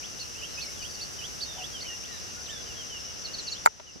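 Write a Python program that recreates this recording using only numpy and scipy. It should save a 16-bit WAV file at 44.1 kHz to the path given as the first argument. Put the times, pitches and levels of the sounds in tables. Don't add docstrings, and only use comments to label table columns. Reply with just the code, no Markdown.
import sys
import numpy as np
from scipy import signal
from scipy.fft import rfft, irfft
from scipy.io import wavfile
from scipy.ndimage import uniform_filter1d

SR = 44100
rng = np.random.default_rng(int(sys.argv[2]) if len(sys.argv) > 2 else 0)


def master(y):
    cut = np.clip(np.atleast_2d(y).T, -1, 1)
    pcm = np.round(cut * 32767)
    wavfile.write(sys.argv[1], SR, pcm.astype(np.int16))


N = 176400

# (carrier f/Hz, pulse rate/Hz, level/dB, pan L-R/dB)
INSECTS = [(5770, 272, -52, 6), (5804, 252, -52, 20), (5861, 252, -54.5, 11), (6050, 242, -52, 10),
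           (6112, 254, -55.5, 12), (5496, 130, -56, 7), (5393, 225, -58, 4), (6368, 255, -59.5, 6),
           (6289, 240, -61.5, 12), (7065, 250, -67, -2)]
# (f/Hz, gain/dB)
CHORUS_EQ = [(4000, -23.5), (4700, -7.5), (5000, -4.5), (5500, -1.5), (6100, -3), (6600, -11), (7300, -13),
             (8300, -17), (9700, -20.5), (10900, -16.5), (12000, -22.5), (15000, -27)]
# (t/s, gain/dB)
CHORUS_TREBLE = [(0, -2.5), (.8, 1), (1.4, -0.5), (2.2, -2), (3, -4), (4, -9)]
# (f/Hz, gain/dB)
AIR_EQ = [(15, -45), (25, -11.5), (49, -2), (71, 1), (270, -7), (484, -5), (1100, -13), (1340, -9),
          (1460, -11.5), (1630, -10), (2350, -13), (2790, -11), (3390, -12), (4400, -13), (5720, -46),
          (9680, -120)]
AIR_TOP_EQ = [(6000, -18), (9000, -46), (15000, -47)]
AIR_SIDE_EQ = [(60, 6.5), (110, 0), (200, 8), (380, 1.5), (700, 2), (1290, 4.5), (2380, 1), (4400, -2.5),
               (8120, 14), (15000, 7)]
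# (t/s, length/s, start f/Hz, end f/Hz, level/dB)
SLURS = [(0.015, 0.05, 2130, 3690, -46.5), (0.41, 0.055, 2400, 3340, -42.5),
         (0.819, 0.052, 2400, 3420, -40.5), (1.208, 0.061, 2450, 3580, -43.5),
         (1.605, 0.062, 2464, 3670, -43.5), (1.828, 0.068, 2095, 2890, -51),
         (2.025, 0.043, 2270, 3720, -47), (2.48, 0.042, 2850, 3600, -44.5), (3.536, 0.055, 2800, 3660, -46)]
# (t/s, length/s, start f/Hz, end f/Hz, arch/Hz, level/dB, pan L-R/dB)
WHISTLES = [(.175, 0.08, 3000, 2510, -2, -49.5, -14), (0.347, 0.044, 2553, 2970, 5, -45, -2),
            (.385, 0.078, 3060, 2630, 74.5, -43.5, -4), (0.483, 0.087, 3900, 4270, 27, -57, -4),
            (0.573, 0.045, 2530, 2733, -11, -39.5, -5), (0.623, 0.028, 2600, 2140, 0, -45, -8),
            (0.674, 0.025, 2095, 2135, 70, -47, -15), (0.716, .09, 4150, 3200, -100, -54, 3),
            (0.793, 0.059, 3114, 2694, 2, -46, 0), (0.969, 0.058, 2966, 2530, -2, -49.5, 0),
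            (1.182, 0.064, 3087, 2690, 23, -42.5, -8), (1.447, 0.15, 3790, 3394, -24, -46, -16),
            (1.578, 0.058, 3135, 2640, -6, -43, -2), (1.723, 0.091, 3354, 2600, 95, -45.5, -7),
            (1.842, 0.115, 3164, 2783, -110, -42, -3), (1.809, 0.046, 2205, 1930, -41, -53, 12),
            (1.9, 0.045, 1835, 1960, 4, -49, 5), (2.076, 0.093, 1950, 1707, 38, -50, 13),
            (2.107, 0.081, 3850, 3550, 214, -49.5, -13), (2.264, 0.057, 3030, 2580, -7, -50.5, -12),
            (2.325, 0.13, 1354, 1503, 6, -55.5, 14), (2.456, 0.04, 4660, 1870, -300, -46.5, -9),
            (2.487, 0.074, 1855, 1620, 20, -51.5, -1), (2.551, 0.066, 1560, 1490, 48, -50.5, 17),
            (2.477, 0.055, 7900, 6300, 348, -54, 2), (2.488, 0.14, 3710, 3300, -4, -47.5, -11),
            (2.653, 0.093, 3125, 2630, 10, -48, -14), (2.756, 0.11, 3364, 2570, 140.5, -46.5, -6),
            (2.892, 0.11, 3150, 2650, 8.5, -42.5, -5), (3.039, 0.096, 2986, 2740, 35, -49.5, -12),
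            (3.261, 0.076, 2706, 2875, 60, -52, -4), (3.411, 0.042, 8070, 6200, 93, -49, 3),
            (3.44, 0.095, 3070, 2945, -300, -50, -7), (3.499, 0.044, 6450, 7600, -100, -46, 0),
            (3.864, 0.048, 3056, 2635, 46, -43.5, -6), (3.913, 0.052, 5600, 4610, -12, -45, -1)]
# (t/s, length/s, top f/Hz, level/dB)
HOOKS = [(0.181, 0.053, 4500, -36.5), (0.596, 0.051, 4500, -38), (0.995, 0.054, 4620, -34.5),
         (1.395, 0.055, 4630, -35), (1.793, 0.046, 4550, -37.5)]
# (t/s, top f/Hz, level/dB)
TWITTER = [(.538, 5600, -40), (.575, 5400, -43), (.615, 5800, -42), (.653, 5690, -41), (.695, 5700, -44),
           (.768, 5300, -54), (.812, 4910, -44.5), (.889, 5000, -45.5), (.937, 4930, -44.5),
           (1.128, 5250, -46), (1.868, 5770, -43), (1.908, 5750, -42), (1.956, 5750, -48),
           (1.998, 5770, -41.5), (2.208, 5700, -45.5), (2.528, 5260, -45.5), (2.623, 5200, -46),
           (2.671, 5040, -49), (2.958, 5640, -45), (2.995, 5750, -42), (3.04, 5830, -40.5),
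           (3.086, 5750, -43), (3.166, 5300, -45)]
# (t/s, top f/Hz, level/dB)
CHIPS = [(3.245, 4490, -37), (3.333, 4540, -36), (3.379, 4530, -35), (3.467, 4540, -34), (3.514, 4580, -33)]
# (f/Hz, level/dB, t60/s)
BODY_MODES = [(442, -26, 0.055), (607, -12, 0.0045), (903, -1, 0.028), (1210, -2.5, 0.006),
              (1401, -3, 0.016), (1910, -26, 0.034), (2180, -10, 0.012), (4600, -34, 0.0056),
              (7330, -20.5, 0.0017)]
# (t/s, ring gain/dB, tick level/dB)
KNOCKS = [(3.6600, 4.5, -7), (3.6662, -15, -16), (3.6713, 1.5, -24)]
# (f/Hz, gain/dB)
TICK_EQ = [(500, -4), (3000, -7), (4800, -1), (6000, -15.5), (7300, 15.5), (9000, -30), (13000, -2),
           (15500, -19)]
# (t/s, f/Hz, decay/s, level/dB)
BUMPS = [(3.798, 755, 0.007, -28), (3.798, 2820, .004, -34), (3.957, 220, 0.011, -30)]


def undb(db):
    return 10 ** (np.asarray(db) / 20)


def unit(x):
    return x / np.sqrt(np.mean(x ** 2))


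def pan(x, db):
    return x * unit(undb(np.array([[db], [-db]]) / 2))


def colour(x, points):
    hz, db = np.array(points, float).T
    f = np.maximum(np.fft.rfftfreq(x.shape[-1], 1 / SR), 1)
    return irfft(rfft(x) * undb(np.interp(np.log(f), np.log(hz), db)), x.shape[-1])


def band_noise(low_hz, high_hz, n=N):
    band = signal.butter(2, [low_hz, high_hz], "band", fs=SR, output="sos")
    return unit(signal.sosfilt(band, rng.standard_normal((2, n))))


def walk(rate_hz):
    hold = max(int(SR / rate_hz), 1)
    steps = rng.standard_normal(N)[np.arange(N) // hold]
    return unit(uniform_filter1d(uniform_filter1d(steps, hold), hold))


def add(out, start, x):
    i = int(start * SR)
    n = min(x.shape[-1], N - i)
    out[..., i:i + n] += x[..., :n]


def insects(wing_hz=6110, wing_width_hz=350, decay_periods=.72, wander_hz=6.02, throb_db=2):
    resonance = signal.iirpeak(wing_hz, wing_hz / wing_width_hz, SR)
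    out = 0
    for hz, rate_hz, db, pan_db in INSECTS:
        stroke = np.cumsum(rate_hz + walk(11)) / SR % 1
        tone = np.sin(2 * np.pi * np.cumsum(hz + wander_hz * walk(60)) / SR)
        wing = signal.lfilter(*resonance, tone * np.exp(-stroke / decay_periods))
        buzz = unit(wing * undb(throb_db * walk(25.16)))
        out = out + pan(buzz * undb(db), pan_db)
    return out


def chorus(level_db=-44, width=.76, flicker_db=.5):
    mid, side = colour(rng.standard_normal((2, N)), CHORUS_EQ)
    hiss = np.array([mid + width * side, mid - width * side]) * undb(flicker_db * walk(40.38))
    treble = signal.sosfiltfilt(signal.butter(2, 7000, "high", fs=SR, output="sos"), hiss)
    ride = undb(np.interp(np.arange(N) / SR, *np.array(CHORUS_TREBLE).T))
    return pan(unit(hiss + (ride - 1) * treble), db=-1) * undb(level_db)


def air(level_db=-49, drone_hz=68, drone_db=-60):
    mid, side = colour(rng.standard_normal((2, N)), list(AIR_EQ) + list(AIR_TOP_EQ))
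    side = colour(side, AIR_SIDE_EQ)
    bed = np.array([mid + side, mid - side]) / mid.std() * undb(level_db + .5 * walk(5.14))
    drone = band_noise(drone_hz - drone_hz / 9.4, drone_hz + drone_hz / 9.4)
    return bed + drone * undb(drone_db)


def distant_song(hz=2820, level_db=-56.5, swell_db=2.2):
    blur = band_noise(hz - hz / 21, hz + hz / 21)
    return pan(blur, db=-2.5) * undb(level_db + swell_db * walk(14))


def progress(length):
    return np.linspace(0, 1, int(length * SR))


def sing(out, start, hz, db, pan_db, shape=1, skew=1, waver=.008, flutter_db=2):
    n = len(hz)
    swell = np.abs(np.sin(np.pi * np.linspace(0, 1, n) ** skew)) ** .85 * shape
    flutter = unit(undb(flutter_db * walk(150)))[:n]
    phase = 2 * np.pi * np.cumsum(hz * (1 + waver * walk(250)[:n])) / SR
    third_harmonic = undb(-37) * np.sin(3 * phase) * (3 * hz < SR / 2)
    tone = np.sqrt(2) * (np.sin(phase) + third_harmonic)
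    add(out, start, pan(tone * swell * flutter * undb(db), pan_db))


def tree_echo(x, t60, echo_db):
    t = np.arange(SR) / SR
    tail = rng.standard_normal((2, SR)) * np.exp(-np.log(1000) * t / t60)
    tail /= np.sqrt(np.sum(tail ** 2, axis=1, keepdims=True))
    return x + undb(echo_db) * signal.fftconvolve(x, tail, axes=1)[:, :N]


def slurs(out):
    for start, length, low, high, db in SLURS:
        glide = np.sin(progress(length) * np.pi / 2) ** 1.9
        sing(out, start, low + (high - low) * glide, db, pan_db=-9)


def flock(out, chatter_per_s=18, centre_hz=5400, spread_hz=420, chatter_db=-53.5):
    chatter = [(when * N / SR, centre_hz + spread_hz * (2 * pitch - 1), chatter_db)
               for when, pitch in rng.random((chatter_per_s * N // SR, 2))]
    for start, hz, db in list(TWITTER) + chatter:
        stretch, slide = 1 + .25 * rng.uniform(-1, 1, 2)
        fall = .115 * slide * progress(.025 * stretch)
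        sing(out, start, hz * (1 - fall), db, pan_db=1.5)


def whistles(out):
    for start, length, first, last, arch, db, pan_db in WHISTLES:
        u = progress(length)
        sing(out, start, first + (last - first) * u + arch * np.sin(np.pi * u), db, pan_db, skew=.85)


def hooks(out, rise_s=.023, sag_hz_per_s=13700):
    for start, length, hz, db in HOOKS:
        t = progress(length) * length
        rise = 1 - .5 * np.maximum(1 - t / rise_s, 0) ** 1.3
        sag = sag_hz_per_s * np.maximum(t - rise_s, 0)
        sing(out, start, hz * rise - sag, db, pan_db=-5.5, shape=rise ** 3.3)


def hoot(out, start=1.548, length=.095, hz=630, arch_hz=150, roughness=.085):
    u = progress(length)
    jitter = 1 + roughness * walk(320)[:len(u)]
    sing(out, start, (hz + arch_hz * np.sin(np.pi * u)) * jitter, db=-48.5, pan_db=2.2)


def chips(out, length=.027, fall=.2):
    for start, hz, db in CHIPS:
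        sing(out, start, hz * (1 - fall * progress(length) ** 2.2), db, pan_db=-1.5)


def body_ring(t, push_s=.00067, low_cut_hz=400):
    modes = sum((-1) ** k * undb(db) * np.sin(2 * np.pi * hz * t) * np.exp(-np.log(1000) * t / t60)
                for k, (hz, db, t60) in enumerate(BODY_MODES))
    low_cut = signal.butter(2, low_cut_hz, "high", fs=SR, output="sos")
    return signal.sosfilt(low_cut, modes * (1 - np.exp(-t / push_s)))


def scrape(start=3.6521, length=.008, body_db=-29, hiss_db=-30):
    out, t = np.zeros((2, N)), np.arange(SR // 10) / SR
    rub = rng.standard_normal((2, len(t)))
    body = unit(signal.fftconvolve(rub, body_ring(t)[None], axes=1)[:, :len(t)])
    hiss = unit(np.diff(rub, prepend=0))
    swell = np.sqrt(t / length) * (t < length)
    add(out, start, (undb(body_db) * body + undb(hiss_db) * hiss) * swell)
    return out


def snap(tick_decay_s=.0011, left_lag_s=.00056):
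    out, t = np.zeros((2, N)), np.arange(SR // 10) / SR
    ring = body_ring(t)
    for start, ring_db, tick_db in KNOCKS:
        ticks = unit(colour(rng.standard_normal((2, len(t))), TICK_EQ)) * np.exp(-t / tick_decay_s)
        for side, lag in enumerate((left_lag_s, 0)):
            add(out[side], start + lag, undb(ring_db) * ring + undb(tick_db) * ticks[side])
    return out


def hand_bumps():
    out, t = np.zeros((2, N)), np.arange(SR // 10) / SR
    for start, hz, decay, db in BUMPS:
        thud = band_noise(hz / 1.9, hz * 1.4, len(t))
        add(out, start, undb(db) * thud * np.exp(-t / decay))
    return out


def scene():
    bed = air() + distant_song() + chorus() + insects()
    near, far = np.zeros((2, 2, N))
    slurs(near)
    flock(far)
    whistles(far)
    hooks(near)
    hoot(far)
    chips(near)
    birds = tree_echo(near, t60=.12, echo_db=-3) + tree_echo(far, t60=.3, echo_db=-5)
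    return bed + birds + scrape() + snap() + hand_bumps()


def record(dry):
    threshold_db, attack_s, release_db_per_s, top_hz = -6, .005, 4, 15400
    over_db = np.maximum(20 * np.log10(np.abs(dry).max(axis=0) + 1e-9) - threshold_db, 0)
    release = release_db_per_s * np.arange(N) / SR
    held_db = np.maximum.accumulate(over_db + release) - release
    pole = np.exp(-1 / (attack_s * SR))
    duck_db = signal.lfilter([1 - pole], [1, -pole], held_db)
    clipped = np.clip(dry * undb(-duck_db), -1, 1)
    return signal.sosfilt(signal.ellip(8, .2, 70, top_hz, fs=SR, output="sos"), clipped)


dry = scene()
out = record(dry)
master(out)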